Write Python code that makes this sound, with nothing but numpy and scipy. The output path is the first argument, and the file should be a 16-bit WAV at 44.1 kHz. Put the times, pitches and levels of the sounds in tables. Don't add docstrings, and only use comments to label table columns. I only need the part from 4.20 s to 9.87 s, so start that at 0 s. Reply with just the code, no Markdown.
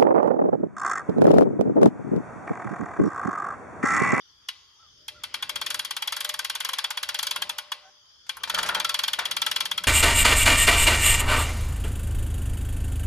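import sys
import numpy as np
from scipy import signal
from scipy.fft import rfft, irfft, next_fast_len
from scipy.io import wavfile
from scipy.ndimage import uniform_filter1d

SR = 44100
rng = np.random.default_rng(int(sys.argv[2]) if len(sys.argv) > 2 else 0)


def to_wav(sig):
    pcm = np.clip(np.atleast_2d(sig), -1, 1) * 32767
    pcm = np.round(pcm).astype(np.int16)
    wavfile.write(sys.argv[1], SR, pcm.T)


N = 250047

# t/s, blow level/dB, clank level/dB
PAWL_DROPS = [(0.2857, -23, -37.5), (0.8812, -28.5, -40), (1.0356, -24.5, -34), (1.1412, -22.5, -31.5),
              (1.2245, -22.5, -29), (1.2933, -23.5, -29.5), (1.3569, -21.5, -31), (1.4138, -22.5, -28.5),
              (1.4628, -21.5, -33), (1.503, -23.5, -29.5), (1.5434, -24, -31.5), (1.592, -23, -31),
              (1.6477, -27, -36.5), (1.7078, -23.5, -33), (1.7654, -24.5, -30), (1.822, -24, -28),
              (1.8748, -22.5, -33), (1.9228, -21, -29.5), (1.965, -26.5, -30.5), (2.0051, -26, -29),
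              (2.0458, -25, -33), (2.0918, -23.5, -31.5), (2.1399, -28.5, -30.5), (2.191, -24.5, -29),
              (2.2458, -23.5, -30.5), (2.2973, -22, -32), (2.3516, -25, -31), (2.4031, -22, -28.5),
              (2.4476, -22.5, -26.5), (2.489, -25.5, -27), (2.5327, -23, -29.5), (2.5851, -20.5, -28.5),
              (2.6418, -23, -25.5), (2.7049, -25.5, -28.5), (2.7725, -24.5, -29), (2.8297, -21.5, -29),
              (2.8887, -21.5, -27.5), (2.9439, -22.5, -30.5), (2.9893, -21.5, -31), (3.0284, -22, -33.5),
              (3.0677, -22.5, -35), (3.1099, -20.5, -29.5), (3.16, -25, -24.5), (3.2196, -22, -27),
              (3.2941, -23, -28), (3.3832, -24.5, -31), (3.5178, -23.5, -29.5), (4.0924, -22.5, -33),
              (4.1688, -49, -30.5), (4.2341, -21.5, -30), (4.2967, -21.5, -26), (4.3448, -20, -26),
              (4.3857, -22.5, -24.5), (4.4293, -22, -29), (4.4878, -19.5, -23), (4.5464, -17.5, -23.5),
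              (4.5987, -20.5, -26), (4.6457, -17.5, -27), (4.6928, -19.5, -28.5), (4.7424, -19, -27),
              (4.7899, -20.5, -26.5), (4.8357, -18, -28), (4.8796, -20, -28), (4.9323, -18.5, -31),
              (4.9895, -19, -21), (5.0534, -20, -32.5), (5.1115, -20, -33), (5.166, -19, -29.5),
              (5.2173, -18, -28), (5.2635, -19, -30), (5.313, -19, -26.5), (5.3605, -19, -28),
              (5.4047, -17.5, -29), (5.454, -22, -32), (5.5132, -22, -30), (5.577, -21.5, -31.5),
              (5.6374, -26, -30)]
PAWL_BANDS = [1200, 3300, 4700, 9000]
# f/Hz, level/dB, T60/s
FRAME_MODES = [(531, -31.5, 0.58), (837, -12.5, 0.089), (966.4, 4, 0.037), (1085, -23.5, 0.86),
               (1203, 4, 0.033), (1462, -18.5, 0.2), (1512, 0, 0.063), (1647, -1, 0.052),
               (1993, -24.5, 0.36), (2026, -29, 0.28), (2355, -12.5, 0.14), (2677, -21.5, 0.26),
               (2873, -3, 0.052), (2988, 2, 0.046), (3232, -5, 0.089), (3285, 10.5, 0.04),
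               (3387, 6.5, 0.034), (3612, -1.5, 0.051), (3980, -13.5, 0.11), (4295, 5, 0.032),
               (4674, -3.5, 0.053), (4600, -27, 0.54), (5530, -8.5, 0.054), (6340, -2, 0.049),
               (6560, -28, 0.27), (7520, 1.5, 0.023), (10100, -14, 0.052), (9650, -5, 0.03),
               (10530, -13, 0.13), (9700, -6, 0.037), (10930, -8, 0.082)]
# f/Hz, level/dB, rise/s, T60/s, relative fence tail level/dB, tail T60/s
SNAP_BANDS = [(676, -32.5, 0.0023, 0.042, -11.5, 0.49), (857, -13, 0.0012, 0.025, -17, 0.62),
              (1565, -4, 0.0018, 0.038, -35, 1), (2680, -12, 0.0023, 0.046, -22, 0.48),
              (2880, -17, 0.0023, 0.043, -17, 0.62), (4470, -6, 0.002, 0.044, -19.5, 0.39),
              (5980, -10.5, 0.00051, 0.029, -22.5, 0.2), (7620, -14, 0.00035, 0.046, -21, 0.44),
              (12540, -9, 0.00059, 0.028, -10.5, 0.084), (14360, -19.5, 0.001, 0.013, -16, 0.069),
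              (15700, -46, 0.00048, .02, -25, .1)]
# f/Hz, level/dB, T60/s
POST_MODES = [(1333, 0, 0.1), (1350, -10, 0.061)]
# t/s, level/dB
CLEAR_POST_RINGS = [(2.535, -36), (4.347, -37), (4.386, -33), (4.431, -26), (4.644, -32), (4.693, -27.5),
                    (4.791, -34), (4.988, -29), (5.166, -25.5), (5.218, -24.5), (5.266, -23.5),
                    (5.361, -37), (5.404, -25.5), (5.575, -27.5)]
# t/s, level/dB, relative scrape level/dB
GATE_KNOCKS = [(4.065, -55, 10), (4.275, -29, -2), (4.34, -19, -9), (4.377, -15.5, -10), (4.39, -18.5, -9),
               (4.46, -33, 12), (4.494, -16, -25), (4.51, -28, -17), (4.524, -24, -26), (4.553, -18, -12),
               (4.567, -20, -18), (4.584, -21, -33), (4.9875, -15.5, -10), (5.002, -47, -13),
               (5.273, -27.5, 0)]
# f/Hz, level/dB, T60/s
GATE_MODES = [(142, -34, 0.075), (575, -16.5, 0.057), (687, -3.5, 0.028), (892, -6, 0.11),
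              (1000, -15, 0.18), (1350, 0, 0.027), (1432, -3, 0.053), (1750, -2.5, 0.032)]
# t/s, swell/s, hold/s, level/dB, roughness (0-1)
GATE_DRAGS = [(4.243, 0.15, 0.15, -33, 0.6), (4.982, 0.0055, .01, -34.5, .05)]
# f/Hz, bandwidth/Hz
HUM_RESONANCES = [(599, 3), (187, 10)]
# t/s, length/s, turning-point f/Hz, level/dB, relative second harmonic level/dB,
# skew of the arch (1 = symmetric), share of pitch lost at the ends
SQUEAK_ARCHES = [(.59, .09, 1340, -58, -30, .6, .15), (.942, .07, 1410, -55, -30, .8, .15),
                 (3.63, .07, 760, -55, -5, 1.1, -.03)]

# t/s, level/dB
TUBE_ENVELOPE = [(0.75, -82), (0.93, -65.5), (1.27, -67.5), (1.32, -56), (1.43, -53), (1.76, -70.5),
                 (2.11, -52.5), (2.26, -64.5), (3.28, -54), (3.7, -69.5), (3.94, -95), (4.31, -74),
                 (4.34, -49.5), (4.92, -56), (5.61, -61.5), (5.67, -48)]
CABLE_ENVELOPE = [(4.15, -86), (4.416, -51), (4.492, -60), (4.564, -55.5), (4.864, -80), (5.194, -63),
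                  (5.232, -78), (5.67, -57.5)]
RUSTLE_ENVELOPE = [(0.7, -77.5), (1.45, -56), (1.81, -66), (2.9, -72.5), (3.19, -58.5), (3.66, -85),
                   (4.09, -87), (4.42, -51), (4.88, -64), (5.28, -56), (5.67, -62.5)]
WIND_ENVELOPE = [(0.0, -73.5), (0.68, -73), (0.85, -66), (1.34, -60.5), (1.4, -65), (1.45, -80),
                 (2.32, -68.5), (2.38, -76), (3.03, -70.5), (3.92, -78.5), (4.33, -56.5), (4.59, -56),
                 (4.88, -71), (5.45, -61.5), (5.67, -68)]

# f/Hz, relative spectral level/dB
DRAG_SPECTRUM = [(65, -43), (110, -55), (358, -14.5), (708, -1.5), (1120, -1.5), (1370, 3), (2020, -0.5),
                 (2140, -7), (4000, -9.5), (5180, -36), (9000, -38), (11700, -57), (19800, -120)]
GRIND_SPECTRUM = [(280, -82), (480, -5), (672, -24.5), (1020, -2), (2670, 3), (3300, 7.5), (3860, -12.5),
                  (6330, -28), (7000, -22), (9100, -52), (15400, -120)]
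RUSTLE_SPECTRUM = [(150, -4), (230, -3), (450, -1), (600, 2.5), (900, -70)]
WIND_SPECTRUM = [(25, -42), (40, -5), (55, 1), (80, -2.5), (110, -8), (200, -17), (350, -15.5), (460, -16),
                 (770, -120)]
AIR_SPECTRUM = [(180, -49), (300, -25), (419, -16), (714, -12.5), (1300, -2.5), (2600, -14), (3380, -23),
                (5720, -120)]
# f/Hz, width/Hz, relative spectral level/dB
INSECT_BANDS = [(3315, 380, 0.5), (4880, 420, -1), (5400, 1270, -6), (11000, 3300, -28.5)]

# f/Hz, coherence (0-1)
PORT_COHERENCE = [(60, .93), (300, .88), (700, .75), (1400, .6), (2200, .65), (3300, .82), (5200, .6),
                  (6500, .8), (7600, .5), (9800, .7), (11800, .95), (14000, .5)]
# f/Hz, phase/rad
PORT_PHASE = [(20, 0), (700, .2), (2000, .5), (3300, 1.2), (4800, 1.0), (5500, 0), (7000, -.5), (8000, -3),
              (8900, -4.9), (10000, -4.3), (10800, -6.1), (12500, -6.4), (13600, -7.2), (14600, -9.4)]
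# f/Hz, left minus right level/dB
PORT_BALANCE = [(60, 2.4), (600, 3), (1500, 1.5), (3000, 1.8), (4200, 3.5), (5800, 0), (7500, 4.5),
                (8900, 4.5), (9500, -3.5), (10500, 1), (11500, 0)]

USUAL_TEETH_PER_S, USUAL_BLOW_DB = 20, -21.5


def pawl():
    t = np.arange(12288) / SR
    times, blow, clank = np.transpose(PAWL_DROPS)
    faster, harder = crank_speed(times) - USUAL_TEETH_PER_S, blow - USUAL_BLOW_DB
    chime = -24.5 + 0.22 * faster + 0.69 * harder
    tick = -29.5 + 0.28 * faster + 0.27 * harder
    chime, tick = [chime, tick] + rng.standard_normal((len(times), 2)).T
    post_db = -43.5 + 4 * rng.standard_normal((len(times), 1))
    drop_db = np.c_[clank, blow, chime, tick]
    mode_hz = np.array(FRAME_MODES)[:, 0]
    rises = at_hz(np.array(SNAP_BANDS)[:, [0, 2]], mode_hz)
    frame = modal_ring(FRAME_MODES, excitation(drop_db, mode_hz) - 3.5, t, rises,
                       scatter_db=2, detune=0.99)
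    faint_post = modal_ring(POST_MODES, post_db, t, [.002, .002], scatter_db=5, detune=0.38)
    return placed(times - .0006, frame + faint_post + pawl_snap(drop_db, t))


def pawl_snap(drop_db, t):
    hz, centres = np.fft.rfftfreq(len(t), 1 / SR), np.array(SNAP_BANDS)[:, 0]
    noise = rfft(rng.standard_normal((len(drop_db), 2, len(t))).transpose(1, 0, 2))
    noise[..., (hz < 350) | (hz > 17000)] = 0
    fence = 1.13 + sum(1 / (1 + ((hz - f) / 25) ** 2) for f, _, _ in FRAME_MODES)
    out = 0
    for k, (f, db, rise, t60, tail_db, tail_t60) in enumerate(SNAP_BANDS):
        share = at_hz(np.c_[centres, np.arange(len(centres)) == k], hz)
        band = noise * np.sqrt(share)
        snap = unit_rms(irfft(band)) * strike(t, rise, t60)
        tail = unit_rms(irfft(band * fence)) * strike(t, rise, tail_t60)
        out += amp(excitation(drop_db, np.array([f])) + db + 5) * (snap + amp(tail_db) * tail)
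    return out


def excitation(drop_db, hz):
    return np.array([at_hz(np.c_[PAWL_BANDS, levels], hz) for levels in drop_db])


def crank_speed(t):
    times = np.array(PAWL_DROPS)[:, 0]
    return np.r_[1, 1 / np.diff(times), USUAL_TEETH_PER_S][np.searchsorted(times, t)]


def post():
    rows, t = np.array(CLEAR_POST_RINGS), np.arange(12288) / SR
    ring = modal_ring(POST_MODES, rows[:, 1:], t, [.002, .002], scatter_db=0, detune=0.43)
    return placed(rows[:, 0], ring)


def gate_knocks():
    rows, t = np.array(GATE_KNOCKS), np.arange(8192) / SR
    times, knock_db, scrape_db = rows[:, 0], rows[:, 1:2], rows[:, 2:3]
    ring = modal_ring(GATE_MODES, knock_db - 6, t, [.0007] * len(GATE_MODES), scatter_db=2.5, detune=.5)
    noise = rng.standard_normal((len(rows), 2, len(t))).transpose(1, 0, 2)
    band = signal.sosfilt(signal.butter(2, [900, 6000], "band", fs=SR, output="sos"), noise)
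    scrape = band * amp(knock_db + scrape_db) * strike(t, rise=0.0011, t60=0.14)
    return placed(times - .001, ring + scrape)


def gate_drag():
    start_db, fall_db_per_s = -23, 115
    slips = jolts(per_s=330, spread_db=3.5, fade_s=0.0074)
    t, level = np.arange(N) / SR, 0
    for start, rise, hold, db, rough in GATE_DRAGS:
        swell_db = start_db * np.clip(1 - (t - start) / rise, 0, 1)
        fade_db = fall_db_per_s * np.maximum(t - start - rise - hold, 0)
        level += amp(db + swell_db - fade_db) * (t > start) * (1 - rough + rough * slips)
    return level * hiss(DRAG_SPECTRUM, patchy_db=1.5)


def drum_grind():
    db_per_doubling, settle_db_per_s, smooth_s = 8.5, 50, 0.11
    t = np.arange(N) / SR
    doublings = uniform_filter1d(np.log2(crank_speed(t) / USUAL_TEETH_PER_S), round(smooth_s * SR))
    level_db = -47 + db_per_doubling * doublings
    settled_db = np.maximum.accumulate(level_db + settle_db_per_s * t) - settle_db_per_s * t
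    rattle = .5 + .5 * jolts(per_s=270, spread_db=-1.5, fade_s=.004)
    return amp(settled_db) * rattle * hiss(GRIND_SPECTRUM, patchy_db=4.5)


def tube_and_cable():
    out, t = 0, np.arange(N) / SR
    for levels, (hz, width) in zip((TUBE_ENVELOPE, CABLE_ENVELOPE), HUM_RESONANCES):
        shake = rng.standard_normal((N, 2, 2)).T
        slow = signal.lfilter([1], [1, -np.exp(-np.pi * width / SR)], shake[0] + 1j * shake[1])
        steady = slow / (abs(slow) + 0.4 * np.std(slow))
        out += envelope(levels) * unit_rms((steady * np.exp(2j * np.pi * hz * t)).real)
    return out


def squeaks():
    out = 0
    for start, length, turning_hz, db, overtone_db, skew, sag in SQUEAK_ARCHES:
        along = np.clip((np.arange(N) / SR - start) / length, 0, 1)
        off_peak = 1 - np.sin(np.pi * along ** skew)
        wobble, flutter = uniform_filter1d(rng.standard_normal((N, 2)), size=200, axis=0).T
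        hz = turning_hz * (1 - sag * off_peak) * (1 + .15 * wobble)
        phase = 2 * np.pi * np.cumsum(hz) / SR
        tone = np.sin(phase) + amp(overtone_db) * np.sin(2 * phase)
        level = amp(db - 11 * off_peak) * (along > 0) * (along < 1)
        out += level * tone * amp(3.8 * unit_rms(flutter))
    return out


def rustle():
    return envelope(RUSTLE_ENVELOPE) * hiss(RUSTLE_SPECTRUM, patchy_db=2.7)


def wind():
    return envelope(WIND_ENVELOPE) * hiss(WIND_SPECTRUM, patchy_db=1.8)


def insects():
    hz = np.geomspace(150, 17000, num=200)
    chorus = sum(amp(2 * db) * np.exp(-((hz - f) / width) ** 2 * 2) for f, width, db in INSECT_BANDS)
    air = amp(2 * (at_hz(AIR_SPECTRUM, hz) - 5.5))
    spectrum = np.c_[hz, 10 * np.log10(chorus + air + 1e-9)]
    return amp(-57) * hiss(spectrum, patchy_db=2.8)


def modal_ring(modes, blow_db, t, rises, scatter_db, detune):
    hz, db, t60 = np.transpose(modes)
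    chance = rng.standard_normal((len(blow_db), len(hz), 3))
    phasors = np.exp(2j * np.pi * chance[..., 1:]).transpose(2, 0, 1)
    gains = amp(blow_db + db + scatter_db * chance[..., 0]) * phasors
    fades = np.array([strike(t, rise, decay) for rise, decay in zip(rises, t60)])
    out = np.zeros((2, len(blow_db), len(t)))
    for k, shift in enumerate(rng.standard_normal((6, len(hz)))):
        pitch = hz + detune * shift * 2.61 / t60
        out[:, k::6] = (gains[:, k::6] @ (fades * np.exp(2j * np.pi * pitch[:, None] * t))).real
    return out


def strike(t, rise, t60):
    return (1 - np.exp(-1.4 * t / rise)) ** 6 * amp(-60 * t / t60)


def jolts(per_s, spread_db, fade_s):
    slips = (rng.random(N) < per_s / SR) * amp(spread_db * np.minimum(rng.exponential(1, N), 4))
    return unit_rms(signal.lfilter([1], [1, -np.exp(-1 / (fade_s * SR))], slips))


def hiss(spectrum, patchy_db):
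    frames, hz = N // 256 + 5, np.fft.rfftfreq(1024, 1 / SR)
    a, b, c, d, patches = rng.standard_normal((frames, 513, 5)).T
    patches = unit_rms(uniform_filter1d(uniform_filter1d(patches, size=10, axis=0), size=14, axis=1))
    gain = amp(at_hz(spectrum, hz)[:, None] + patchy_db * patches)
    shaped = np.array([a + 1j * b, c + 1j * d]) * gain
    return unit_rms(signal.istft(shaped, nperseg=1024, noverlap=768)[1][:, :N])


def placed(times, sounds):
    out = np.zeros((2, N + sounds.shape[2]))
    for k, start in enumerate(times):
        out[:, round(start * SR):][:, :sounds.shape[2]] += sounds[:, k]
    return out[:, :N]


def envelope(points):
    times, db = np.transpose(points)
    return amp(np.interp(np.arange(N) / SR, times, db, left=-150, right=-150))


def at_hz(points, hz):
    f, value = np.transpose(points)
    return np.interp(np.log(hz + 1), np.log(f + 1), value)


def amp(db):
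    return 10 ** (np.asarray(db) / 20)


def unit_rms(x):
    return x / np.sqrt(np.mean(x ** 2) + 1e-20)


def microphone_ports(pair):
    size = next_fast_len(N + 4096)
    hz = np.fft.rfftfreq(size, 1 / SR)
    left, unrelated = rfft(pair, size)
    coherence, tilt = at_hz(PORT_COHERENCE, hz), amp(at_hz(PORT_BALANCE, hz) / 2)
    lag = np.interp(hz, *np.transpose(PORT_PHASE))
    right = (coherence * left + np.sqrt(1 - coherence ** 2) * unrelated) * np.exp(-1j * lag)
    return irfft(np.array([left * tilt, right / tilt]), size)[:, :N]


def scene():
    winch = pawl() + post() + gate_knocks() + gate_drag() + tube_and_cable() + squeaks() + drum_grind()
    return microphone_ports(winch + rustle() + wind()) + insects() * amp([[.8], [-.8]])


def record(dry):
    cut = signal.sosfilt(signal.butter(3, 45, "high", fs=SR, output="sos"), dry)
    low_pass = signal.firwin(511, 16600, window=("kaiser", 9), fs=SR)
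    return signal.oaconvolve(cut, low_pass[None], "same")


dry = scene()
out = record(dry)
to_wav(out)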